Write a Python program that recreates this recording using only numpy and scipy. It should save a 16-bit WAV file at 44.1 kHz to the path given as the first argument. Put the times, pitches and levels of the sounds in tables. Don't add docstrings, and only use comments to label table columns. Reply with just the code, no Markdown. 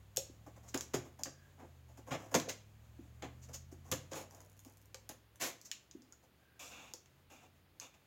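import sys
import numpy as np
from scipy import signal
from scipy.fft import rfft, irfft, next_fast_len
from scipy.io import wavfile
from scipy.ndimage import uniform_filter1d, map_coordinates

SR = 44100
rng = np.random.default_rng(int(sys.argv[2]) if len(sys.argv) > 2 else 0)


def dump(signal):
    limited = np.clip(np.atleast_2d(signal).T, -1, 1)
    pcm = np.round(limited * 32767).astype(np.int16)
    wavfile.write(sys.argv[1], SR, pcm)


N = 355446


def scissors():
    return bites() + drags() + rubs() + slides() + slits()


# (start [s], length [s], card level [dB], edge level over card [dB])
BITE_STROKES = [(.739, 0.027, -46, -4.5), (.935, .03, -41.5, 0.5), (1.255, .02, -51, -13),
                (2.106, 0.058, -42.5, -9), (2.341, 0.023, -30.5, -3), (3.219, .05, -50, -12.5),
                (3.914, .022, -40.5, 2.5), (4.112, 0.0379, -55.5, 1.5), (5.093, .012, -52, 1)]


def bites():
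    return strokes(BITE_STROKES, rise=0.12, rate=1200, card_hz=1530, box_db=4.0, fizz_db=-8,
                   low_hz=40, sag=0.074, spread_db=4, surface=CARD_TONE)


# (start [s], length [s], card level [dB], edge level over card [dB])
DRAG_STROKES = [(4.135, .1, -54.5, 0.5), (5.1, .025, -60.5, -8), (5.397, .105, -43, 0.5)]


def drags():
    return strokes(DRAG_STROKES, rise=0.22, rate=2600, card_hz=2030, box_db=-1.5, fizz_db=-3.5,
                   low_hz=226, sag=0.14, spread_db=3, surface=CARD_TONE)


# (start [s], length [s], card level [dB], edge level over card [dB])
RUB_STROKES = [(.461, 0.025, -61.5, -7), (.559, .026, -67, -3), (.628, 0.063, -72, 0.5),
               (1.05, .025, -64, -5), (1.187, 0.029, -60.5, -1.5), (1.573, 0.082, -64.5, -12.5),
               (1.875, 0.06, -75, -2.5), (1.97, 0.025, -65, -1), (2.06, 0.067, -60.5, -6),
               (2.17, .13, -64.5, -4.5), (2.31, .04, -56.5, -2.5), (3.48, .04, -65, -2),
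               (3.713, 0.022, -68, 3), (3.84, 0.096, -70, -0.5), (4.113, .12, -56.5, -10),
               (4.304, .166, -71.5, -6), (4.64, .07, -73.5, 2), (6.226, .024, -75.5, 0),
               (7.297, 0.068, -70.5, 1), (7.42, .05, -72, -5)]


def rubs():
    return strokes(RUB_STROKES, rise=0.22, rate=1200, card_hz=1100, box_db=6.5, fizz_db=-4.0,
                   low_hz=171, sag=0.28, spread_db=5.5, surface=CARD_TONE)


# (start [s], length [s], card level [dB], edge level over card [dB])
SLIDE_STROKES = [(.675, 0.029, -67, 11), (2.484, .022, -42.5, 2.5), (3.413, 0.046, -71, 9.5),
                 (3.529, 0.032, -57, 11), (5.644, .03, -68.5, 14.5)]


def slides():
    return strokes(SLIDE_STROKES, rise=.5, rate=3000, card_hz=2100, box_db=-3, fizz_db=-10,
                   low_hz=200, sag=0.079, spread_db=2.5, surface=CARD_TONE)


# (start [s], length [s], card level [dB], edge level over card [dB])
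SLIT_STROKES = [(6.592, .13, -56.5, 0.5), (6.71, .21, -57.5, -7.5), (7.297, 0.17, -66.5, -6),
                (7.81, .06, -57.5, -3), (7.94, .02, -66, -6)]
# (frequency [Hz], relative level per Hz [dB])
SEAM_TONE = [(400, -21.5), (750, 13), (1100, 5.5), (1500, -2.5), (1750, -6), (2100, -7.5), (2400, 4.5),
             (2750, 5), (3080, -7), (3500, 3.5), (4000, -8.5), (6500, -27)]


def slits():
    return strokes(SLIT_STROKES, rise=0.028, rate=4500, card_hz=2060, box_db=-7, fizz_db=-7.5,
                   low_hz=130, sag=0.32, spread_db=4, surface=SEAM_TONE)


def strokes(rows, rise, rate, card_hz, box_db, fizz_db, low_hz, sag, spread_db, surface,
            hiss=0.01276, release=.004, count=3):
    out = np.zeros(N)
    light = signal.butter(2, low_hz, "highpass", fs=SR, output="sos")
    for start, length, card_db, edge_db in rows:
        t = np.arange(0, length + release, 1 / SR)
        pressure = np.interp(t, [0, min(rise, 1) * length, length, length + release], [0, 1, sag, 0])
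        levels = card_db + np.array([box_db, 0, edge_db, edge_db + fizz_db])
        for spot in range(count):
            chance = rng.random(len(t))
            size, sign, slide = rng.standard_normal((3, len(t)))
            snaps = (chance < rate / count / SR) * np.sign(sign) * amp(spread_db * size)
            force = pressure * (unit(snaps) + hiss * np.sqrt(abs(rate)) * slide)
            force *= np.linalg.norm(pressure) / np.linalg.norm(force) / np.sqrt(count)
            sound = radiate(signal.sosfilt(light, force), card_hz, levels, surface)
            add(out, start, in_room(sound))
    return out


# (time [s], card centre [Hz], edge level [dB], card level over edge [dB], tape fizz level over edge [dB])
BLADE_CLICKS = [(.163, 3700, -39, -9, 0), (0.171, 3930, -21.5, -9, -6), (.745, 1460, -32, 0, -4),
                (0.7758, 1700, -30, -12, -12), (.8091, 2450, -31.5, -8, -9),
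                (1.235, 2690, -26, -16.5, -11.5), (2.3505, 1600, -22, -10, -10),
                (2.3997, 2000, -33, -1.5, -9), (3.224, 2080, -44.5, 0, -15), (3.916, 2500, -30.5, -11, 0),
                (3.9239, 2430, -38, 7.5, -10), (4.134, 1700, -40.5, -3, -15), (4.3095, 1000, -52.5, 0, -4),
                (4.348, 1000, -51, -11, -6), (4.405, 1117, -51.5, -2, -5), (4.5926, 1915, -53, -7, -1),
                (4.649, 2300, -54.5, -5, 3), (4.9451, 1770, -39.5, -2.5, -9),
                (5.0915, 2400, -42.5, -8, 3.5), (5.358, 1690, -57.5, -1, 1.5),
                (5.6145, 1914, -46.5, -26, -7), (5.715, 4130, -31, -2, -11.5), (5.912, 4000, -47, -8, -19),
                (6.0208, 2600, -54.5, -13, -20), (6.124, 1430, -47, -20, -14),
                (6.937, 1800, -35.5, -12.5, -9.5), (7.0591, 2480, -58.5, -0.5, -15),
                (7.7994, 2370, -36, -14, -13.5)]


def clicks(stagger_s=.0006, loss_db=6, count=3):
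    out = np.zeros(N)
    shares = amp(-loss_db * np.arange(count))
    shares = shares / np.linalg.norm(shares)
    for s, card_hz, edge_db, card_db, fizz_db in BLADE_CLICKS:
        levels = edge_db + np.array([card_db, 0, fizz_db])
        for spot, share in enumerate(shares):
            add(out, s + stagger_s * spot, share * click(card_hz, levels))
    return out


def click(card_hz, levels, t60=0.0085, chatter=.65):
    t = np.arange(SR // 40) / SR
    fade = amp(-60 * t / t60)
    force = chatter * fade * rng.standard_normal(len(t)) / np.linalg.norm(fade)
    force[0] += 1
    force = force * np.linalg.norm(fade) / np.linalg.norm(force)
    return in_room(radiate(force, card_hz, levels), early_db=-6, late_db=-7)


CRACKLE_START_S, CRACKLE_END_S, CRACKLE_RATE = 4.3, 4.85, 44


def crackle(card_hz=1700, card_db=-74, edge_db=-65, fizz_db=-61, spread_db=3):
    out = np.zeros(N)
    for s in np.arange(CRACKLE_START_S, CRACKLE_END_S, 1 / CRACKLE_RATE):
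        levels = np.array([card_db, edge_db, fizz_db]) + spread_db * rng.normal()
        add(out, s + rng.random() / CRACKLE_RATE, click(card_hz, levels))
    return out


# (start [s], end [s], pitch [Hz], level [dB])
BLADE_SQUEAKS = [(1.242, 1.59, 1630, -74.5), (6.123, 6.138, 1440, -64), (6.366, 6.641, 1573, -76)]


def squeaks(width_hz=90):
    out = np.zeros(N)
    for start, end, hz, db in BLADE_SQUEAKS:
        swell = np.sqrt(np.hanning(round((end - start) * SR)))
        rub = swell * rng.standard_normal(len(swell))
        add(out, start, amp(db) * signal.fftconvolve(rub, ring([(hz, width_hz, 0)])))
    return out


# (time [s], centre of the blow [Hz], level [dB])
BOX_KNOCKS = [(.174, 490, -36), (.176, 147, -47), (.294, 310, -53.5), (.746, 343, -33), (.94, 362, -28),
              (.945, 140, -38), (1.259, 544, -48), (1.627, 334, -51.5), (1.985, 338, -56),
              (2.347, 505, -26.5), (2.356, 250, -33), (2.477, 476, -41), (2.99, 265, -46),
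              (3.229, 304, -41.5), (3.723, 298, -47.5), (3.92, 141, -35.5), (3.925, 290, -40),
              (4.116, 513, -43), (4.175, 547, -45.5), (4.664, 283, -53.5), (4.944, 523, -52.5),
              (5.949, 280, -44), (6.02, 290, -60.5), (6.084, 290, -61.5), (6.939, 420, -54)]


def knocks(octaves=0.42, length=0.0046, blunt_hz=1300):
    out = np.zeros(N)
    blunt = signal.butter(2, blunt_hz, fs=SR, output="sos")
    for s, centre_hz, db in BOX_KNOCKS:
        modes = [(hz, width, level - 6 * (np.log2(hz / centre_hz) / octaves) ** 2)
                 for hz, width, level in touched(BOX_MODES, spread_db=1.5, detune=0.018)]
        thud = amp(db) * np.sqrt(length * SR) * signal.sosfilt(blunt, ring(modes))
        add(out, s, in_room(thud, early_db=-7.5, late_db=-8.5))
    return out


# (frequency [Hz], width [Hz], relative level [dB])
BOX_MODES = [(132.7, 39, -4.5), (191, 42, -8), (260.8, 38, -1.5), (347, 62, -4), (397, 95, -7),
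             (519, 42.8, 0), (570, 73, -4), (676, 100, -5), (845, 80, -7)]
# (frequency [Hz], relative level per Hz [dB])
CARD_TONE = [(400, -31.5), (850, 7.5), (1130, 4.5), (1330, -2), (1550, -1), (1800, -2.5), (2100, -2.5),
             (2550, -2.5), (3000, -1.5), (3400, -0.5), (4200, -1), (6500, -37)]
# (frequency [Hz], relative level per Hz [dB])
EDGE_TONE = [(1500, -42), (3600, -28.5), (4400, -11), (5300, -4.5), (6100, -1.5), (6700, 2), (7300, -2.5),
             (8000, -15), (9000, -24), (11500, -39)]
# (frequency [Hz], relative level per Hz [dB])
FIZZ_TONE = [(5000, -40.5), (8000, -7), (9200, -5), (11000, -1), (13000, -1.5), (16000, -5)]


def radiate(force, card_hz, levels, surface=CARD_TONE, octaves=1.1):
    card = [(hz, db - 6 * (np.log2(hz / card_hz) / octaves) ** 2) for hz, db in surface]
    paths = [ring(touched(BOX_MODES, spread_db=1.5, detune=0.019)),
             colour(card, ripple_db=1.64),
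             colour(EDGE_TONE, ripple_db=2.5),
             colour(FIZZ_TONE, ripple_db=2.0)]
    out = 0
    for db, path in zip(levels, paths[-len(levels):]):
        part = signal.fftconvolve(force, path)
        out = out + amp(db) * part * np.linalg.norm(force) / np.linalg.norm(part)
    return out


def touched(modes, spread_db, detune):
    return [(hz * np.exp(detune * rng.normal()), width, db + spread_db * rng.normal())
            for hz, width, db in modes]


# (frequency [Hz], time to fall 60 dB [s])
ROOM_DECAY = [(150, 0.4), (600, 0.32), (2500, 0.37), (7000, 0.3), (15000, 0.21)]


def in_room(x, early_db=-3, early_t60=0.13, late_db=-6, gap=.002):
    hz, t, z = signal.stft(rng.standard_normal((2, SR // 2)), SR, nperseg=256)
    early = amp(-60 * t / early_t60) * np.ones((len(hz), 1))
    late = amp(-60 * t / along(ROOM_DECAY, hz)[:, None])
    tails = signal.istft(z * np.array([early, late]), SR, nperseg=256)[1]
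    answer = amp([early_db, late_db]) @ (tails / np.linalg.norm(tails, axis=1)[:, None])
    return signal.fftconvolve(x, np.concatenate([[1], np.zeros(round(gap * SR)), answer]))


def hand(level_db=-73.5, rest_db=-6):
    rub = noise([(100, 2), (260, -14.5), (600, -2.5), (1000, -8.5), (1800, -13.5), (3000, -16.0),
                 (5000, -22.5), (6800, -10.5), (9000, -25.5), (16000, -21.5)])
    effort_db = curve([(4.4, 0), (5, rest_db)])
    uneven_db = 2.2 * wobble(14)
    return amp(level_db + effort_db + uneven_db) * rub


# (time [s], cycles of two crank turns [per s])
ENGINE_SPEED = [(0, 12.2), (.85, 14.8), (1.55, 18), (2.1, 13.3), (2.65, 12.9), (4.4, 19), (5.4, 21.8),
                (6.75, 25.2), (7.05, 17), (8.06, 18.4)]
# (time [s], level [dB])
ENGINE_LOUDNESS = [(0.0, -62), (0.45, -59.5), (1.46, -64.5), (1.88, -60), (2.62, -61.5), (3.5, -55.5),
                   (4.74, -66.5), (5.03, -64.5), (5.7, -79), (6.84, -72), (7.56, -73), (8.06, -77)]
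# (multiple of the cycle rate, mean relative level [dB])
FIRING_LINES = [(3, 0), (4, -20), (5, -1), (6, -13), (7, -23), (8, -1), (9, -16.5), (11, -7.5), (13, -3),
                (14, -16), (16, -4.5)]
# (frequency [Hz], gain [dB])
WALL_GAIN = [(30, -27), (50, -13), (75, 1), (115, 1), (138, -2.5), (160, -14.5), (225, -11), (290, -39.5),
             (600, -46)]


def car(level_db=1.0, rumble_db=-22, waver_db=2, sway_rate=3):
    phase = 2 * np.pi * np.cumsum(curve(ENGINE_SPEED)) / SR
    lines = np.zeros(N)
    for multiple, db in FIRING_LINES:
        swell = amp(db + waver_db * wobble(sway_rate))
        lines += swell * np.sin(round(multiple) * phase + 2 * np.pi * rng.random())
    hum = filtered(lines, lambda hz: amp(along(WALL_GAIN, hz)))
    hum /= np.sqrt(abs(uniform_filter1d(hum ** 2, SR // 2)) + 1e-12)
    rumble = amp(rumble_db) * noise(WALL_GAIN)
    return amp(curve(ENGINE_LOUDNESS) + level_db) * (hum + rumble)


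# (frequency [Hz], relative level per Hz [dB])
AIR_TONE = [(25, -11), (60, 9.5), (150, 4.5), (300, 2.5), (600, -3.5), (1000, -6.5), (2000, -7.5),
            (3300, -10), (5000, -15), (6800, -29), (9000, -20), (12000, -18.5), (16000, -15.5)]


def air(level_db=-70.5):
    return amp(level_db) * noise(AIR_TONE)


def amp(db):
    return 10 ** (np.asarray(db) / 20)


def unit(x):
    return x / np.sqrt(np.mean(x ** 2) + 1e-20)


def along(points, hz):
    f, v = np.transpose(points)
    return np.interp(np.log(hz + 1), np.log(f + 1), v)


def curve(rows):
    return np.interp(np.arange(N) / SR, *np.transpose(rows))


def wobble(rate):
    knots = rng.standard_normal(int(N * rate / SR) + 4)
    return map_coordinates(knots, [np.arange(N) * rate / SR])


def add(track, s, x):
    part = track[..., max(round(s * SR), 0):][..., :x.shape[-1]]
    part += x[..., :part.shape[-1]]


def filtered(x, response):
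    size = next_fast_len(N + SR // 2)
    return irfft(rfft(x, size) * response(np.fft.rfftfreq(size, 1 / SR)), size)[..., :N]


def noise(points):
    return unit(filtered(rng.standard_normal(N), lambda hz: amp(along(points, hz))))


def ring(modes, size=8192):
    f = np.fft.rfftfreq(size, 1 / SR)
    response = 0
    for k, (centre, width, db) in enumerate(modes):
        resonance = 1j * f * width / (centre * centre - f * f + 1j * f * width)
        response = response + (-1) ** k * amp(db) * resonance
    h = irfft(response)
    return h / np.linalg.norm(h)


def colour(points, ripple_db, size=8192):
    f = np.fft.rfftfreq(size, 1 / SR)
    ripple = map_coordinates(rng.standard_normal(64), [f / f[-1] * 60], mode="nearest")
    cepstrum = irfft(np.log(amp(along(points, f) + ripple_db * ripple)))
    cepstrum[1:size // 2] *= 2
    cepstrum[size // 2 + 1:] = 0
    h = irfft(np.exp(rfft(cepstrum)))
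    return h / np.linalg.norm(h)


def scene():
    cutting = scissors() + clicks() + crackle() + squeaks()
    return (cutting + knocks() + hand() + car() + air())[None]


def record(dry, low_hz=44, top_hz=16200):
    body = signal.sosfilt(signal.butter(2, low_hz, "highpass", fs=SR, output="sos"), dry)
    return filtered(body, lambda hz: 1 / (1 + (hz / top_hz) ** 120))


dry = scene()
out = record(dry)
dump(out)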